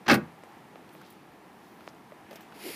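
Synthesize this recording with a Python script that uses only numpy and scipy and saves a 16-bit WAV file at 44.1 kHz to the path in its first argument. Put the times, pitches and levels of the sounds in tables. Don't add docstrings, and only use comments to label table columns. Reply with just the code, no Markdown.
import sys
import numpy as np
from scipy import signal
from scipy.fft import rfft, irfft
from scipy.io import wavfile

SR = 44100
rng = np.random.default_rng(int(sys.argv[2]) if len(sys.argv) > 2 else 0)


def amplitude_ratio(level_db):
    exponent = np.asarray(level_db, float) / 20
    return 10 ** exponent


def master_out(mix):
    frames = np.transpose(np.atleast_2d(mix))
    ceiling = np.clip(frames, -1, 1)
    pcm = np.round(ceiling * 32767).astype(np.int16)
    wavfile.write(sys.argv[1], SR, pcm)


N = 121275


def clock():
    return np.arange(N) / SR


def rms_one(x):
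    return x / np.sqrt(np.mean(x ** 2) + 1e-20)


def band(x, low_hz, high_hz):
    return signal.sosfilt(signal.butter(2, [low_hz, min(high_hz, 19000)], "band", fs=SR, output="sos"), x)


def ring(clicks, hz, t60_s):
    radius = amplitude_ratio(-60 / (t60_s * SR))
    angle = 2 * np.pi * hz / SR
    feedback = [1, -2 * radius * np.cos(angle), radius * radius]
    return signal.lfilter([0, np.sin(angle)], feedback, clicks + 1e-18)


def dying(start_s, t60_s):
    t = clock() - start_s
    attack = (t >= 0) * np.minimum(t / 0.0005, 1)
    return attack * amplitude_ratio(-60 * np.clip(t, 0, 1) / t60_s)


def bump(centre_s, half_s):
    return np.exp(-((clock() - centre_s) / half_s) ** 2)


def drift(rate_hz):
    radius = np.exp(-80 * np.pi * rate_hz / SR)
    noise = rng.standard_normal(N // 40 + 2002)
    slow = signal.lfilter([1], [1, -2 * radius, radius * radius], noise)[2000:]
    return np.interp(np.arange(N) / 40, np.arange(len(slow)), rms_one(slow))


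def colour(x, spectrum):
    hz, db = np.transpose(spectrum)
    log_hz = np.log(np.fft.rfftfreq(len(x), 1 / SR) + 1)
    return irfft(rfft(x) * amplitude_ratio(np.interp(log_hz, np.log(hz), db)), len(x))


def grains(per_s, spread_db):
    size = amplitude_ratio(spread_db * np.minimum(rng.exponential(1, N), 4)) * rng.choice([-1, 1], N)
    return rms_one(size * (rng.random(N) < per_s / SR))


# pitch_hz [Hz], level_db [dB per Hz]
TRAFFIC_COLOUR = [(24, -35), (40, -23), (102, -14), (182, -2), (265, -5.5), (321, -2.5), (565, -13.5),
                  (795, -5.5), (1400, -15), (1820, -64), (3080, -120)]
# pitch_hz [Hz], level_db [dB per Hz]
AIR_COLOUR = [(600, -7.5), (1100, -18), (1700, -5), (3700, -18), (7500, -26.5), (11000, -24.5),
              (15000, -28), (16000, -45)]
# time_s [s], level_db [dB]
TRAFFIC_SWELL = [(0, 0.5), (.4, .5), (.8, .5), (1.2, -1), (1.9, 0), (2.3, 0), (2.75, 2)]


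def background():
    traffic_db, air_db = -52.5, -59
    patchy = np.zeros(N)
    for low_hz in 40 * 2 ** np.arange(6):
        patchy += band(rng.standard_normal(N), low_hz, 2 * low_hz) * amplitude_ratio(0.83 * drift(5))
    traffic = amplitude_ratio(traffic_db) * rms_one(colour(patchy, TRAFFIC_COLOUR))
    hiss = rms_one(colour(rng.standard_normal(N), AIR_COLOUR)) * amplitude_ratio(0.28 * drift(7.5))
    swell = amplitude_ratio(np.interp(clock(), *np.transpose(TRAFFIC_SWELL)))
    return (traffic + amplitude_ratio(air_db) * hiss) * swell


# centre_s [s], half_length_s [s], level_db [dB], centre_hz [Hz]
RUSTLES = [(.95, .05, -66, 12500), (1.066, .13, -64, 3400), (1.1, .07, -70, 12000),
           (1.676, .13, -71.5, 5500), (1.75, .2, -69, 12000), (1.833, .06, -68.5, 4030),
           (2.342, .03, -61, 13000), (2.364, .095, -57, 1940)]


def cloth_rustles():
    speckle = grains(5000, 1.9) * amplitude_ratio(0.72 * drift(46))
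    out = np.zeros(N)
    for centre_s, half_s, db, hz in RUSTLES:
        out += amplitude_ratio(db) * bump(centre_s, half_s) * rms_one(band(speckle, hz / 1.54, hz * 1.48))
    return out


# start_s [s], level_db [dB], centre_hz [Hz], t60_s [s]
BRUSHES = [(.436, -60, 6500, .04), (.437, -52, 1500, .03), (.52, -68, 6500, .06), (.757, -54, 1800, .03),
           (.891, -62, 11000, .02), (.892, -54, 2970, .02), (1.013, -48, 1270, .06),
           (1.0145, -54, 4500, .02), (1.015, -56, 10500, .02), (1.04, -54, 1800, .03),
           (1.063, -57, 4300, .025), (1.072, -60, 5500, .015), (1.1025, -51, 14700, .045),
           (1.1035, -56, 11800, .035), (1.123, -60, 10000, .04), (1.805, -55, 2500, .04),
           (1.868, -57, 5000, .022), (1.876, -52, 8000, .012), (1.885, -56, 4500, .07),
           (1.889, -53, 4800, .012), (1.947, -62, 5500, .012), (2.14, -63, 8500, .015),
           (2.309, -51, 3500, .05), (2.3095, -54, 13500, .045), (2.312, -48, 600, .07),
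           (2.3295, -52, 4200, .04), (2.33, -47, 463, .06), (2.331, -55, 9000, .015),
           (2.345, -54, 190, .18), (2.357, -49, 4800, .06), (2.3575, -49, 14000, .065),
           (2.3615, -54, 9000, .02), (2.406, -61, 6500, .25), (2.407, -52, 3000, .02),
           (2.4075, -56, 13500, .14), (2.524, -57.5, 2500, .068)]


def grit_brushes():
    grit = grains(6000, 0.83)
    out = np.zeros(N)
    for start_s, db, hz, t60_s in BRUSHES:
        out += amplitude_ratio(db) * dying(start_s, t60_s) * rms_one(band(grit, hz / 1.31, hz * 1.42))
    return out


# start_s [s], length_s [s], from_hz [Hz], to_hz [Hz], level_db [dB]
SQUEAKS = [
    (.924, .02, 11000, 9700, -66),
    (.926, .012, 15100, 14300, -67),
    (.933, .026, 11300, 13100, -61.5),
    (1.121, .01, 8500, 11000, -64),
]


def squeaks():
    out = np.zeros(N)
    waver_hz = 250 * drift(160)
    for start_s, length_s, from_hz, to_hz, db in SQUEAKS:
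        progress = np.clip((clock() - start_s) / length_s, 0, 1)
        hz = from_hz + (to_hz - from_hz) * np.sin(progress * np.pi / 2) + waver_hz
        out += amplitude_ratio(db) * np.sin(np.pi * progress) * np.sin(2 * np.pi * np.cumsum(hz) / SR)
    return out


# start_s [s], peak_db [dB], pitch_hz [Hz], length [cycles], edge_db [dB]
KNOCKS = [(0.436, -34.5, 560, 2.2, -4), (.515, -41, 710, 1.5, -8), (.7575, -32.5, 666, 2.0, -7),
          (0.9514, -35.5, 620, 2.5, -3.5), (1.808, -38, 1330, 2.8, -11), (1.877, -30.5, 663, 1.25, 4),
          (2.121, -34, 600, 4.3, -9), (2.3112, -37, 620, 2, -6), (2.3145, -38, 520, 3, -8),
          (2.3305, -36, 560, 2, -5), (2.335, -38, 450, 3, -10), (2.357, -37, 650, 2.5, -4.5),
          (2.408, -39, 900, 1.5, -3), (2.523, -38, 1460, 4.2, -10)]


def knocks():
    out = np.zeros(N)
    for start_s, peak_db, hz, cycles, edge_db in KNOCKS:
        click = np.zeros(N)
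        click[int(start_s * SR)] = -amplitude_ratio(peak_db)
        edge = ring(click, 1.79 * hz, 1.7 * cycles / hz) + ring(click, 3.27 * hz, 0.89 * cycles / hz)
        out += ring(click, hz, 3.3 * cycles / hz) + amplitude_ratio(edge_db) * edge
    return band(out, 420, 4450)


# start_s [s], level_db [dB], pitch_hz [Hz]
SLIPS = [(2.641, -38, 380), (2.652, -34, 334), (2.662, -32, 387), (2.673, -34, 400), (2.686, -31.5, 320),
         (2.701, -33, 440), (2.737, -43, 330)]


def shoe_drag():
    slips = np.zeros(N)
    for start_s, db, hz in SLIPS:
        jerk = 1.0 * (np.arange(N) == int(start_s * SR))
        slips += amplitude_ratio(db) * ring(jerk, hz, 0.05)
    drag_db, drag_hz, width_hz = -46, 400, 250
    rumble = rms_one(band(grains(850, 2.4), drag_hz - width_hz / 2, drag_hz + width_hz))
    return band(slips, 195, 740) + amplitude_ratio(drag_db) * bump(2.68, 0.044) * rumble


# time_s [s], level_db [dB]
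SCUFF_PRESSURE = [(2.5, -76), (2.526, -64), (2.534, -66), (2.548, -55.5), (2.664, -42.5), (2.75, -42.5)]
# pitch_hz [Hz], level_db [dB per Hz]
SCUFF_COLOUR = [(350, -16), (600, -19), (2300, -4.5), (5000, -9.5), (7800, -18.5), (9800, -10.5),
                (12500, -11.5), (15500, -21)]


def sole_scuff():
    echo_ms, echo_share, echo_hz = 0.407, 0.7, 8500
    ring_hz, ring_db = 2150, -14
    notch_hz, notch_width_hz = 13450, 300
    brightens = 0.45
    grit = colour(grains(10000, 2.8), SCUFF_COLOUR)
    echo = np.roll(colour(grit, [(echo_hz / 2, -14), (echo_hz, 0)]), round(echo_ms * SR / 1000))
    grit = rms_one(grit + echo_share * echo)
    grit = grit + amplitude_ratio(ring_db) * rms_one(ring(grains(3000, 2.6), ring_hz, 0.02))
    grit = signal.lfilter(*signal.iirnotch(notch_hz, notch_hz / notch_width_hz, SR), grit)

    t = clock()
    time_s, db = np.transpose(SCUFF_PRESSURE)
    dull = signal.sosfiltfilt(signal.butter(2, 6000, fs=SR, output="sos"), grit)
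    brightness = amplitude_ratio(brightens * (np.interp(t, time_s, db) - db.max()))
    pressure = amplitude_ratio(np.interp(t, time_s, db, left=-120) + 0.62 * drift(40))
    return pressure * (dull + (grit - dull) * brightness)


def yard(slam):
    yard_db, t60_s = -23, 0.24
    tail = band(grains(6000, 0.99), 250, 1900) * dying(0.0116, t60_s)
    tail = tail / np.sqrt(np.sum(tail ** 2))
    return amplitude_ratio(yard_db) * signal.fftconvolve(slam, tail[:SR // 2])[:N]


def trapped_air():
    start_s, rise_s, t60_s, level_db = 0.1105, 0.005, 0.13, -10.5
    from_hz, to_hz, sag_s = 305, 180, 0.042
    t = np.clip(clock() - start_s, 0, 1)
    hz = to_hz + (from_hz - to_hz) * np.exp(-(t / sag_s) ** 2)
    swell = (1 - np.exp(-t / rise_s)) * dying(start_s, t60_s) * amplitude_ratio(2.0 * drift(36))
    return amplitude_ratio(level_db) * swell * np.sin(2 * np.pi * np.cumsum(hz * (t > 0)) / SR)


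# time_s [s], level_db [dB], softness_ms [ms]
LANDINGS = [(0.064, -38.5, 0.85), (.081, -26, 0.56), (.098, -25, 0.42), (.111, -18, 0.5), (.119, -20, 0.52),
            (.134, -21.5, 0.49), (.150, -24.5, 0.67), (.177, -27.5, 1), (0.213, -32, 2)]
# pitch_hz [Hz], level_db [dB], t60_s [s]
BODY_MODES = [(86.3, -15.5, 0.28), (125.5, -11.5, 0.16), (139, -13, 0.224), (167, -11.5, 0.34),
              (207.7, -4, 0.21), (234, -1, 0.13), (278, -3.5, 0.071), (344.6, 0.5, 0.087),
              (421.2, -10, 0.18), (477.5, -14, 0.15), (534, -9, 0.14), (598, -14, 0.18), (750, -21, 0.11),
              (1070, -14, 0.05)]


def body():
    t = clock()[:SR]
    uneven_db = rng.normal(0, 3.2, (len(LANDINGS), len(BODY_MODES)))
    pushes = []
    for time_s, db, soft_ms in LANDINGS:
        push = np.exp(-((t - time_s - 0.002) * 2000 / soft_ms) ** 2)
        pushes.append(amplitude_ratio(db) * push / (soft_ms * SR / 1128))
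    pushes = np.array(pushes)
    out = np.zeros(N)
    for k, (hz, db, t60_s) in enumerate(BODY_MODES):
        force = amplitude_ratio(db + uneven_db[:, k]) @ pushes
        out[:SR] += ring(force, hz, t60_s) * (-1) ** k
    return out


# start_s [s], level_db [dB], treble_db [dB], chatter_t60_s [s]
CONTACTS = [(0.0598, -44, -26, 0.031), (0.066, -38.5, -19, 0.049), (0.0798, -23, -30, 0.095),
            (0.0843, -25, -6.5, 0.098), (0.097, -19, -17, 0.13), (0.103, -31, -11, 0.11),
            (.111, -16, -10, 0.087), (.121, -28.5, -3, 0.08), (0.13, -29, -1.5, 0.13),
            (0.141, -23.5, 3, 0.047), (.152, -35, -2, 0.065)]
# start_s [s], peak_db [dB]
TICKS = [(0.0634, -31), (0.0682, -28.5), (0.0818, -14), (.085, -17.5), (.0874, -11), (0.0923, -16.5),
         (.0952, -18), (.0973, -7), (0.1004, -8), (0.1037, -7.5), (0.1053, -10), (.108, -14),
         (.1109, -11.5), (.1133, -8), (.1178, -18), (.1202, -17), (.1226, -24.5), (.131, -17.5),
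         (.1342, -20), (.1416, -18.5), (0.1459, -15), (0.1479, -18), (.152, -26), (0.1559, -23),
         (.162, -36)]
# pitch_hz [Hz], level_db [dB]
METAL_MODES = [(810, -1), (1165, 1.5), (1505, 1.5), (1660, 0), (1890, -1.5), (2170, 2), (2255, -1),
               (2590, 2), (2880, -6), (3200, -6), (4150, -5), (4920, -12), (5850, -9), (567, -4.5)]
# pitch_hz [Hz], level_db [dB per Hz]
CHATTER_COLOUR = [(240, -25), (400, -7.5), (1490, -1.5), (2370, -7.5), (2620, -3), (2970, -8.5), (5030, -8),
                  (8000, -26.5), (10400, -86), (17600, -120)]


def latch():
    chatter_per_s, chatter_spread_db = 6000, 3
    metal_db, metal_ring_s, ring_cycles = -8, 0.042, 40.5
    tick_db, crack_db, crack_s = -13, -3.5, 0.0046
    rattle_db, hiss_db = -4, -9
    force_power, treble_power = np.zeros(N), np.zeros(N)
    for start_s, db, treble_db, t60_s in CONTACTS:
        fall = dying(start_s, t60_s)
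        force_power += (amplitude_ratio(db) * fall) ** 2
        treble_power += (amplitude_ratio(db + treble_db) * fall) ** 2
    force, treble = np.sqrt(force_power), np.sqrt(treble_power)

    tick_s, peak_db = np.transpose(TICKS)
    uneven_db = rng.normal(0, 2.8, (len(TICKS), len(METAL_MODES)))
    modes = np.zeros(N)
    for k, (hz, db) in enumerate(METAL_MODES):
        clicks = amplitude_ratio(metal_db - 18.5) * force * grains(chatter_per_s / 4, chatter_spread_db)
        clicks[(tick_s * SR).astype(int)] += amplitude_ratio(peak_db + tick_db + uneven_db[:, k]) * (-1) ** k
        modes += amplitude_ratio(db) * ring(clicks, hz, min(metal_ring_s, ring_cycles / hz))

    for start_s, db in TICKS:
        force = force + amplitude_ratio(db + crack_db) * dying(start_s, crack_s)
    chatter = rms_one(colour(grains(chatter_per_s, chatter_spread_db), CHATTER_COLOUR))
    hiss = rms_one(band(grains(7000, 1.3), 7500, 15700))
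    return modes + amplitude_ratio(rattle_db) * force * chatter + amplitude_ratio(hiss_db) * treble * hiss


def scene():
    walker = cloth_rustles() + grit_brushes() + squeaks() + knocks() + shoe_drag() + sole_scuff()
    slam = body() + trapped_air() + latch()
    return (background() + walker + slam + yard(slam))[None]


def low_pass(x):
    return signal.sosfilt(signal.butter(12, 16280, fs=SR, output="sos"), x)


def record(dry):
    ceiling, bass_cut_hz, top_hz = 0.75, 74, 15330
    rounded = ceiling * np.tanh(dry / ceiling)
    thin = signal.sosfilt(signal.butter(2, bass_cut_hz, "high", fs=SR, output="sos"), rounded)
    finished = signal.sosfilt(signal.ellip(12, 0.5, 60, top_hz, fs=SR, output="sos"), thin)
    return low_pass(finished)


dry = scene()
out = record(dry)
master_out(out)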